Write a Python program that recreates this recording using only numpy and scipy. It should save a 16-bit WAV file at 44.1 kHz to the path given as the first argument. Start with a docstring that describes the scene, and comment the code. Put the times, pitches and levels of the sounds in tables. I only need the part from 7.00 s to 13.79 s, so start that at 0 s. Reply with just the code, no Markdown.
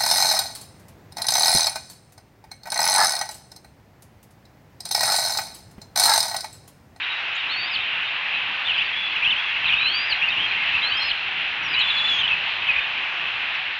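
"""Eagle chicks peep, whistle, twitter and give one long arched cry in a treetop nest.
Their calls are near-sine glides with wavering pitch, fluttering level and breath; peeps add side tones.
Small songbirds call further off, over a faint chorus; the woods return a short diffuse echo.
Behind them, banded noise makes a rush of wind coloured by the ring of a boxed microphone's housing,
with a thin electronic whine and hiss; the uneven amplifier turns loudness into soft bass thumps."""
import sys
import numpy as np
from scipy import signal
from scipy.fft import rfft, irfft, next_fast_len
from scipy.io import wavfile
from scipy.ndimage import uniform_filter1d

SR = 44100
rng = np.random.default_rng(int(sys.argv[2]) if len(sys.argv) > 2 else 0)


def put_to_file(sound):
    """Save the sound as 16-bit audio at rate SR, in the file named by the first command-line argument."""
    columns = np.atleast_2d(sound).T  # one column per channel
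    safe = np.clip(columns, -1, 1)
    whole_steps = np.round(safe * 32767)
    wavfile.write(sys.argv[1], SR, whole_steps.astype(np.int16))


N = 299439


def undb(db):
    """Decibels to gain."""
    return 10 ** (np.asarray(db) / 20)


def unit(x):
    """Scale to rms 1."""
    return x / np.sqrt(np.mean(x ** 2))


def walk(rate):
    """Smooth random wander, about rate turns a second, rms 1."""
    width = int(SR / rate)
    smooth = uniform_filter1d(rng.standard_normal(N), width)
    return unit(uniform_filter1d(smooth, width))


WHINE_HZ = 2729
WHINE_DB = -41.5  # the level wanders around this


def whine():
    """A thin steady tone of the electronics; its level wanders."""
    tone = np.sqrt(2) * np.sin(2 * np.pi * WHINE_HZ * np.arange(N) / SR)
    return tone * undb(WHINE_DB + 3.1 * walk(5.3))


# wind in the trees, level of its 700-2200 Hz part: (time [s], level [dB])
RUSH_LEVEL = [(0.0, -34), (0.32, -32.5), (1.0, -32.5), (1.93, -32), (2.72, -31), (3.03, -31.5), (3.74, -30),
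              (5.26, -30.5), (5.79, -30.5), (6.47, -32), (6.79, -31.5)]
# relative spectrum of the wind before the housing rings: (frequency [Hz], density [dB per Hz])
RUSH_COLOUR = [(35, -61), (60, -24.5), (96, -18), (133, -21.5), (184, -21.5), (216, -23.5), (325, -22),
               (518, -21.5), (811, -10.5), (1400, -9), (1520, -6.5), (2590, -3.5), (3730, -14),
               (6460, -42.5), (7760, -57.5), (10100, -92), (17100, -120)]
# resonances of the microphone housing: (frequency [Hz], width [Hz], level [dB])
HOUSING_RINGS = [(2580, 180, -5), (2993, 840, -0.5), (4055, 200, -6.5)]
BASS_BANDS = 10  # half-octave bands from 16 Hz that buffet together
RUSH_ABOVE_DB = 6  # whole rush over its 700-2200 Hz part


def rush(flicker_db=1.38, swell_db=-0.35, buffet_db=2.0):
    """Wind noise in half-octave bands: all swell together, each flickers alone, the bass buffets as one."""
    size = next_fast_len(N)
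    f = np.maximum(np.arange(size // 2 + 1) * SR / size, 1)
    hz, colour_db = np.transpose(RUSH_COLOUR)
    ring = sum(undb(ring_db) / (1 + ((f - ring_hz) / (width_hz / 2)) ** 2)
               for ring_hz, width_hz, ring_db in HOUSING_RINGS)
    colour = undb(np.interp(np.log(f), np.log(hz), colour_db))
    air = rfft(rng.standard_normal(size)) * colour * (1 + ring)
    swell = swell_db * walk(1.9)
    buffet = buffet_db * walk(16.0)
    out = 0
    for step in range(20):
        share = np.clip(1 - abs(2 * np.log2(f / 16) - step), 0, 1)  # overlapping triangular bands
        band = irfft(air * share, size)[:N]
        motion_db = swell + buffet * (step < BASS_BANDS) + flicker_db * walk(7.9)
        out = out + band * undb(motion_db)
    s, level_db = np.transpose(RUSH_LEVEL)
    return unit(out) * undb(RUSH_ABOVE_DB + np.interp(np.arange(N) / SR, s, level_db))


WOODS_T60_S, WOODS_DB = .16, -11


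def woods(x):
    """Branches and trunks scatter a short diffuse echo: decaying noise with a soft onset."""
    t = np.arange(SR // 2) / SR
    decay = np.exp(-np.log(1000) * t / WOODS_T60_S)
    tail = rng.standard_normal(len(t)) * decay * (1 - np.exp(-t / 0.011))
    return undb(WOODS_DB) * signal.fftconvolve(x, tail / np.sqrt(np.sum(tail ** 2)))[:N]


WAVER = .003  # rms pitch waver, as a fraction of the pitch
# voice settings: (level [dB], breath [dB], flutter [dB])
PEEP_VOICE = (0, -26, 1.5)
WHISTLE_VOICE = (-.3, -10, 3)
TWITTER_VOICE = (0, -10, 2.5)
SONG_VOICE = (0, -12, 2.5)


def voice(calls, level_db, breath_db, flutter_db, edge_s=0.0018):
    """Near-sine syrinx notes; pitch wavers, level flutters, fast turbulence adds a breathy halo."""
    out, t = np.zeros(N), np.arange(N) / SR
    pitch = 1 + WAVER * walk(81)
    breath = 1 + undb(breath_db) * walk(700)
    flutter = undb(level_db + flutter_db * np.tanh(walk(130))) * breath
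    for call, chance in zip(calls, rng.random(len(calls))):
        s, hz, db = np.transpose(call)
        span = slice(int((s[0] - edge_s) * SR), int((s[-1] + edge_s) * SR))
        now = t[span]
        glide = uniform_filter1d(np.interp(now, s, hz), size=150) * pitch[span]
        phase = 2 * np.pi * (np.cumsum(glide) / SR + chance)
        fade = np.clip(np.minimum(now - now[0], now[-1] - now) / (2 * edge_s), 0, 1)
        own = np.roll(flutter, int(chance * N))[span]  # overlapping notes flutter apart
        size = np.sqrt(2) * undb(np.interp(now, s, db)) * np.sin(fade * np.pi / 2) ** 2
        out[span] += size * own * np.sin(phase)
    return out


# how strongly the microphone hears a note by its pitch: (pitch [Hz], gain [dB])
PITCH_RESPONSE = [(2000, -7.5), (2600, -0.5), (3400, -6.5), (4000, -7), (4600, -11.5), (5000, -28),
                  (5600, -27), (7600, -43)]


def heard(s, hz, db):
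    """A call table (s, Hz, dB) with the microphone's ear for its pitch."""
    return np.c_[s, hz, db + np.interp(hz, *np.transpose(PITCH_RESPONSE))]


NOTE_EDGE_DB = -2.5  # level arch: a short note's ends against its middle


def notes(rows):
    """Short notes: pitch bends through first, middle and last; level arches and may swell."""
    u = np.linspace(-1, 1, num=9)  # start to end of the note
    calls = []
    for s, length, first, middle, last, db, swell_db in rows:
        hz = middle + (last - first) / 2 * u + ((first + last) / 2 - middle) * u ** 2
        level_db = db + swell_db / 2 * u + NOTE_EDGE_DB * u ** 2
        calls.append(heard(s + length * (u + 1) / 2, hz, level_db))
    return calls


CHORUS_HZ = (2500, 3500)  # lowest and highest starting pitch
CHORUS_DB = -47  # quietest slide; the loudest is 6 dB above


def chorus(count=70):
    """Faint random slides of distant birds, 20-70 ms each."""
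    when, pitch, length, slide, loud = rng.random((count, 5)).T
    start = .01 + when * (N / SR - .1)
    end = start + .02 + .05 * length
    hz = CHORUS_HZ[0] + pitch * (CHORUS_HZ[1] - CHORUS_HZ[0])
    end_hz = hz * (1.05 - .15 * slide)
    db = CHORUS_DB + 6 * loud
    calls = np.transpose([[start, hz, db], [end, end_hz, db]], (2, 0, 1))
    return voice(calls, *SONG_VOICE)


# scattered notes before the pitch response: songbirds, brief high side tones of the peeps, and faint high tones
# above the twitters: # (start [s], length [s], first pitch [Hz], middle pitch [Hz], last pitch [Hz], level
# [dB])
SCATTERED_NOTES = [ (.02, 0.032, 3730, 3740, 3850, -28.5), (.1, .045, 3780, 3810, 3780, -27.5),
                   (.15, .055, 3800, 3800, 3750, -33.5), (.35, .022, 6040, 7150, 7350, -14.5),
                   (.36, .05, 3770, 3730, 3680, -30), (.505, 0.046, 3620, 3660, 3570, -28),
                   (.59, .03, 3600, 3680, 3720, -31), (.643, 0.065, 3630, 3650, 3700, -30.5),
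                   (.795, 0.034, 3720, 3650, 3620, -30), (.93, 0.029, 3620, 3630, 3560, -29.5),
                   (1.05, 0.043, 3580, 3640, 3720, -29), (1.34, 0.031, 3680, 3970, 3700, -31),
                   (1.772, .015, 4850, 4780, 4800, -25), (1.852, 0.023, 4560, 4560, 4540, -32),
                   (2.47, 0.099, 2290, 2160, 2180, -30), (2.795, 0.023, 4070, 4110, 4200, -32.5),
                   (2.99, 0.026, 2570, 2240, 2000, -28.5), (3.138, 0.024, 3250, 2760, 2405, -23.5),
                   (3.14, 0.042, 4150, 4100, 4030, -33), (3.288, 0.0057, 4360, 4730, 5130, -22),
                   (3.475, 0.051, 4040, 4120, 4030, -29), (3.51, 0.022, 2490, 2330, 2130, -22),
                   (3.575, 0.033, 2170, 2130, 2120, -25), (3.615, .04, 2150, 2120, 2080, -28),
                   (3.8, 0.061, 2150, 2130, 2110, -26), (4.015, 0.024, 5510, 5530, 5570, -21),
                   (4.05, .015, 5450, 5520, 5630, -25.5), (4.13, 0.082, 4250, 4130, 4100, -37),
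                   (4.63, 0.048, 5940, 5630, 5520, -23.5), (4.682, 0.059, 4900, 4940, 4860, -20.5),
                   (4.729, .017, 4800, 4720, 4600, -23), (4.74, 0.018, 3970, 3910, 3890, -22.5),
                   (4.79, 0.016, 6400, 7100, 7610, -18), (5.75, .035, 3570, 3630, 3580, -33),
                   (5.792, 0.056, 3560, 3600, 3620, -32), (6.545, 0.022, 5940, 5550, 5030, -29), ]
# a row of like chips, before the pitch response: (start [s], level [dB])
CHIP_ROW = [(4.792, -17), (4.88, -21), (4.966, -20), (5.063, -25.5)]
# shape of one chip, dropping in pitch and swelling: (time from start [s], pitch [Hz], level offset [dB])
CHIP_SHAPE = [(0, 4230, -7), (.015, 4154, -3.5), (0.026, 3800, 2.5), (.034, 3730, 3)]


def songbirds_and_side_tones():
    """Scattered near-sine notes without swell: songbirds, high side tones of the peeps and faint high tones
    above the twitters; a row of chips."""
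    t, hz, shape_db = np.transpose(CHIP_SHAPE)
    even = notes(np.c_[SCATTERED_NOTES, np.zeros(len(SCATTERED_NOTES))])
    chips = [heard(s + t, hz, db + shape_db) for s, db in CHIP_ROW]
    return voice(even + chips, *SONG_VOICE)


# short sliding twitters and a faint side tone under a peep, before the pitch response:
# (start [s], length [s], first pitch [Hz], middle pitch [Hz], last pitch [Hz], level [dB],
# swell from start to end [dB])
TWITTERS_AND_SIDE_TONE = [ (1.643, 0.033, 3360, 3520, 3580, -20.5, 11),
                          (1.674, 0.016, 3610, 3230, 2900, -19, 3),
                          (1.694, 0.038, 3050, 2700, 2420, -21, -14), (1.7, 0.02, 3480, 3490, 3560, -30, 0),
                          (1.737, 0.03, 2990, 3340, 3040, -22, -6),
                          (1.756, 0.017, 2620, 2566, 2620, -26, -3),
                          (1.778, 0.035, 2570, 3200, 3490, -19, -6),
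                          (1.787, 0.026, 2520, 2530, 2620, -27, -2),
                          (1.811, 0.018, 2644, 2760, 3050, -18.5, 0),
                          (2.159, 0.0064, 2950, 2830, 2700, -16, 0),
                          (2.167, 0.023, 2725, 2500, 2420, -22, -4),
                          (2.221, 0.068, 2395, 2557, 3054, -19.5, 9.5),
                          (2.224, 0.018, 2610, 2690, 2900, -19.5, 7),
                          (2.244, 0.011, 3070, 3230, 3380, -17.5, 0),
                          (2.261, 0.011, 2576, 2680, 2760, -20, 1),
                          (2.273, 0.0079, 2780, 2830, 2950, -19.5, -1.5),
                          (2.253, 0.019, 3380, 3190, 3150, -21, -1),
                          (2.285, .008, 3000, 3190, 3350, -25, -2),
                          (2.291, 0.029, 2893, 3010, 3140, -21, -4),
                          (2.292, 0.016, 2620, 2720, 2740, -24, 1),
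                          (2.306, 0.034, 3730, 2950, 2380, -18, -6),
                          (2.375, 0.023, 2420, 2660, 2850, -25, 4.5),
                          (2.64, 0.012, 3280, 3140, 3000, -22, -0.5),
                          (2.655, 0.012, 2800, 2585, 2380, -19.5, -4.5),
                          (2.658, 0.019, 4170, 3840, 3150, -22, 13),
                          (2.68, 0.016, 3950, 3540, 3150, -16.5, 4), (2.7, 0.011, 3220, 3120, 2950, -17, 0),
                          (2.69, 0.039, 2310, 2560, 2890, -19.5, 0),
                          (2.714, 0.053, 2435, 2535, 2570, -21.5, -4),
                          (2.72, 0.023, 3350, 3080, 2540, -17, 8),
                          (2.763, 0.02, 2490, 2550, 2660, -21.5, -2),
                          (2.745, .012, 2620, 2600, 2500, -27.5, 0),
                          (2.783, 0.0096, 2600, 2680, 2600, -22, 0),
                          (2.798, 0.0091, 2380, 2420, 2480, -19, 6),
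                          (2.809, 0.013, 3030, 2980, 2900, -23, -2),
                          (2.812, 0.024, 2454, 2514, 2680, -19, 1.5),
                          (3.123, 0.014, 3080, 2810, 2540, -20, -19),
                          (3.182, 0.038, 3300, 3290, 3270, -29.5, 1),
                          (3.214, 0.026, 2386, 2640, 2800, -18.5, 5),
                          (3.236, 0.039, 2785, 2806, 2780, -22, -4.5),
                          (3.277, 0.03, 2490, 2580, 2600, -19.5, -4),
                          (3.296, 0.022, 3450, 3740, 3560, -28, 1),
                          (3.32, 0.025, 3206, 2980, 2720, -24, -1.5),
                          (3.733, 0.037, 2438, 2670, 2710, -21, 8),
                          (3.776, 0.0092, 2390, 2500, 2680, -22.5, -0.5),
                          (3.83, 0.028, 3190, 3220, 3000, -23, 0), (3.904, .045, 3930, 3900, 3880, -32, 3),
                          (3.998, 0.062, 4150, 4190, 4270, -22, 1),
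                          (4.058, .009, 4300, 4310, 4250, -25, -1),
                          (4.089, 0.008, 4100, 4060, 4050, -24, -1),
                          (4.104, .009, 4270, 4280, 4300, -28, -1),
                          (4.804, 0.032, 3600, 2846, 2650, -22.5, -7),
                          (5.185, 0.022, 3480, 3570, 3620, -18.5, -3),
                          (5.205, 0.016, 3490, 3240, 2990, -16, -1),
                          (5.233, 0.032, 2980, 3010, 2900, -20, -7),
                          (5.278, 0.0068, 3125, 3300, 3520, -17, 0),
                          (5.287, 0.037, 2784, 2660, 2580, -21, 2),
                          (5.329, .016, 2610, 2580, 2560, -20, -4),
                          (5.669, 0.016, 3260, 3050, 2720, -21.5, 2),
                          (5.685, 0.034, 2690, 2518, 2470, -19, 4.5),
                          (5.727, 0.015, 2420, 2340, 2370, -26, -0.5),
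                          (5.761, 0.011, 2490, 2460, 2530, -19.5, -1),
                          (5.781, 0.019, 2510, 2476, 2420, -17.5, -3), ]
OVERTONE_DB = -10.5  # added to 1.2 times the note's level in dB


def twitters_and_side_tone():
    """Stuttering slides and a peep's side tone, each with a faint overtone from 2.2 to 1.7 times the pitch."""
    scale = [1, 0.98, 2.2, 2.2, 1.7, 1.2, 1.1]  # one factor a column
    overtones = np.array(TWITTERS_AND_SIDE_TONE) * scale + [0, 0, 0, 0, 0, OVERTONE_DB, 0]
    return voice(notes(TWITTERS_AND_SIDE_TONE) + notes(overtones), *TWITTER_VOICE)


# whistles of the other chick, before the pitch response: (start [s], length [s], first pitch [Hz],
# held pitch [Hz], level [dB], level slope [dB per s])
WHISTLE_NOTES = [(1.924, 0.16, 3180, 3410, -25.5, 10), (2.096, 0.111, 3380, 3360, -32, 0),
                 (2.342, 0.075, 2650, 3410, -24.5, -1), (2.428, 0.1, 3370, 3320, -28, 0),
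                 (2.855, 0.093, 2450, 3313, -21, -5), (2.951, .11, 3280, 3320, -30, -19),
                 (3.366, 0.1, 2540, 3250, -19, -39), (3.897, 0.13, 2600, 3220, -21.5, -19)]
WHISTLE_SETTLE_S = 0.025  # time constant of the slide to the held pitch
WHISTLE_START_S, WHISTLE_START_DB = 0.003, -4  # soft start


def whistles():
    """Pitch settles exponentially to a held note that fades, stays even or swells."""
    calls = []
    for s, length, first_hz, held_hz, db, slope_db in WHISTLE_NOTES:
        t = np.linspace(0, length, num=40)
        hz = held_hz + (first_hz - held_hz) * np.exp(-t / WHISTLE_SETTLE_S)
        soft_start_db = WHISTLE_START_DB * np.exp(-t / WHISTLE_START_S)
        calls.append(heard(s + t, hz, db + slope_db * t + soft_start_db))
    return voice(calls, *WHISTLE_VOICE)


# long rising peeps of the nearer chick, one table a call, before the pitch response:
# (time [s], pitch [Hz], effort [dB])
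PEEP_CALLS = [
    [(0.48, 3440, -39), (0.494, 3830, -27), (0.504, 4020, -20.5), (0.516, 4270, -24), (0.533, 4420, -25),
     (0.555, 4220, -26), (0.578, 4520, -22.5), (0.61, 4600, -26), (0.636, 4490, -22), (0.668, 4840, -22),
     (0.686, 5000, -19), (0.694, 5120, -39), (0.708, 5130, -35), (0.714, 5150, -14), (0.738, 4680, -19),
     (0.75, 4320, -20), (0.757, 3950, -26.5), (0.761, 3180, -13), (0.766, 2850, -19)],
    [(2.745, 2660, -24), (2.757, 3285, -24), (2.763, 3580, -28), (2.772, 3680, -21), (2.779, 3700, -36),
     (2.787, 3720, -19.5), (2.81, 3850, -24), (2.822, 3910, -29.5), (2.828, 3950, -19.5),
     (2.875, 4100, -18), (2.895, 4330, -20.5), (2.903, 4420, -32), (2.915, 4270, -25), (2.93, 4470, -25),
     (2.96, 4646, -14), (3.05, 4870, -15), (3.075, 4970, -26), (3.1, 4810, -13), (3.135, 3900, -20.5)],
    [(3.815, 3390, -26), (3.826, 3850, -21), (3.84, 4000, -19.5), (3.884, 4230, -20.5), (3.895, 4480, -29),
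     (3.93, 4500, -32), (3.955, 4680, -25), (3.963, 4880, -38), (3.97, 5030, -9), (3.984, 5260, -13),
     (3.99, 5220, -20), (4.012, 5170, -14), (4.022, 5000, -33), (4.03, 4890, -15), (4.075, 5160, -8),
     (4.086, 4910, -13), (4.09, 4780, -34), (4.095, 4710, -19), (4.099, 4370, -28), (4.104, 4170, -13),
     (4.11, 3650, -27), (4.116, 3000, -8.5), (4.121, 2850, -28)],
]


def peeps():
    """Long syrinx notes whose pitch and effort glide between the table rows."""
    calls = []
    for s, hz, db in map(np.transpose, PEEP_CALLS):
        t = np.linspace(s[0], s[-1], num=80)
        calls.append(heard(t, np.interp(t, s, hz), np.interp(t, s, db)))
    return voice(calls, *PEEP_VOICE)


# one long arched cry before the pitch response: (time [s], pitch [Hz], level [dB])
CRY_GLIDE = [(4.728, 2356, -24.5), (4.746, 2424, -21), (4.758, 2680, -23), (4.77, 2950, -18),
             (4.796, 2980, -21), (4.81, 3120, -26), (4.835, 3477, -21), (4.9, 3440, -17), (5.02, 3430, -20),
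             (5.036, 3427, -33.5), (5.043, 3440, -14.5), (5.062, 3468, -14.5), (5.075, 3443, -30),
             (5.087, 3460, -18), (5.1, 3437, -15), (5.176, 3284, -20), (5.183, 3260, -23),
             (5.192, 3190, -19), (5.222, 3140, -33)]
OCTAVE_DB, OCTAVE_GROWS_DB_S = -72.5, 38.5  # octave at the start of the cry; it brightens
HARSH_S = (5.09, 5.175)  # start and end of the harsh stretch near the cry's end
# extra partials of the harsh stretch: (multiple of the pitch, level [dB])
HARSH_PARTIALS = [(1.5, -56), (1.745, -60), (1.86, -63)]


def cry():
    """The long cry, its octave, and partials in between while the syrinx vibrates unevenly."""
    s, hz, db = np.transpose(CRY_GLIDE)
    octave_db = OCTAVE_DB + OCTAVE_GROWS_DB_S * (s - s[0])
    clean = voice([heard(s, hz, db), np.c_[s, 2 * hz, octave_db]], *PEEP_VOICE)
    ends_hz = np.interp(HARSH_S, s, hz)
    extra = [np.c_[HARSH_S, multiple * ends_hz, [level_db, level_db]]
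             for multiple, level_db in HARSH_PARTIALS]
    return clean + voice(extra, *TWITTER_VOICE)


def scene():
    """Birds with their echo over wind and whine."""
    chicks = peeps() + whistles() + cry()
    birds = chicks + twitters_and_side_tone() + songbirds_and_side_tones() + chorus()
    return (birds + woods(birds) + rush() + whine())[None]


UNEVEN, THUMP_HZ = .68, (30, 210)  # gain of the squared sound; the band it leaks into
SQUASH = 2.2  # loud peaks thump less than in proportion
HISS_DB = -87.5  # before the last filter
TOP_HZ, HISS_TOP_HZ = 7900, 15700


def record(dry):
    """The amplifier squares a little of the sound, so swells leak out as bass; then the top is cut."""
    squared = (np.tanh(SQUASH * dry) / SQUASH) ** 2
    thump_band = signal.butter(3, THUMP_HZ, "bandpass", fs=SR, output="sos")
    thump = signal.sosfilt(thump_band, squared)
    top_cut = signal.ellip(8, .2, 60, TOP_HZ, fs=SR, output="sos")
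    band = signal.sosfilt(top_cut, dry + UNEVEN * thump)
    hiss = undb(HISS_DB) * rng.standard_normal(dry.shape)
    hiss_cut = signal.ellip(8, .2, 70, HISS_TOP_HZ, fs=SR, output="sos")
    return signal.sosfilt(hiss_cut, band + hiss)


dry = scene()
out = record(dry)
put_to_file(out)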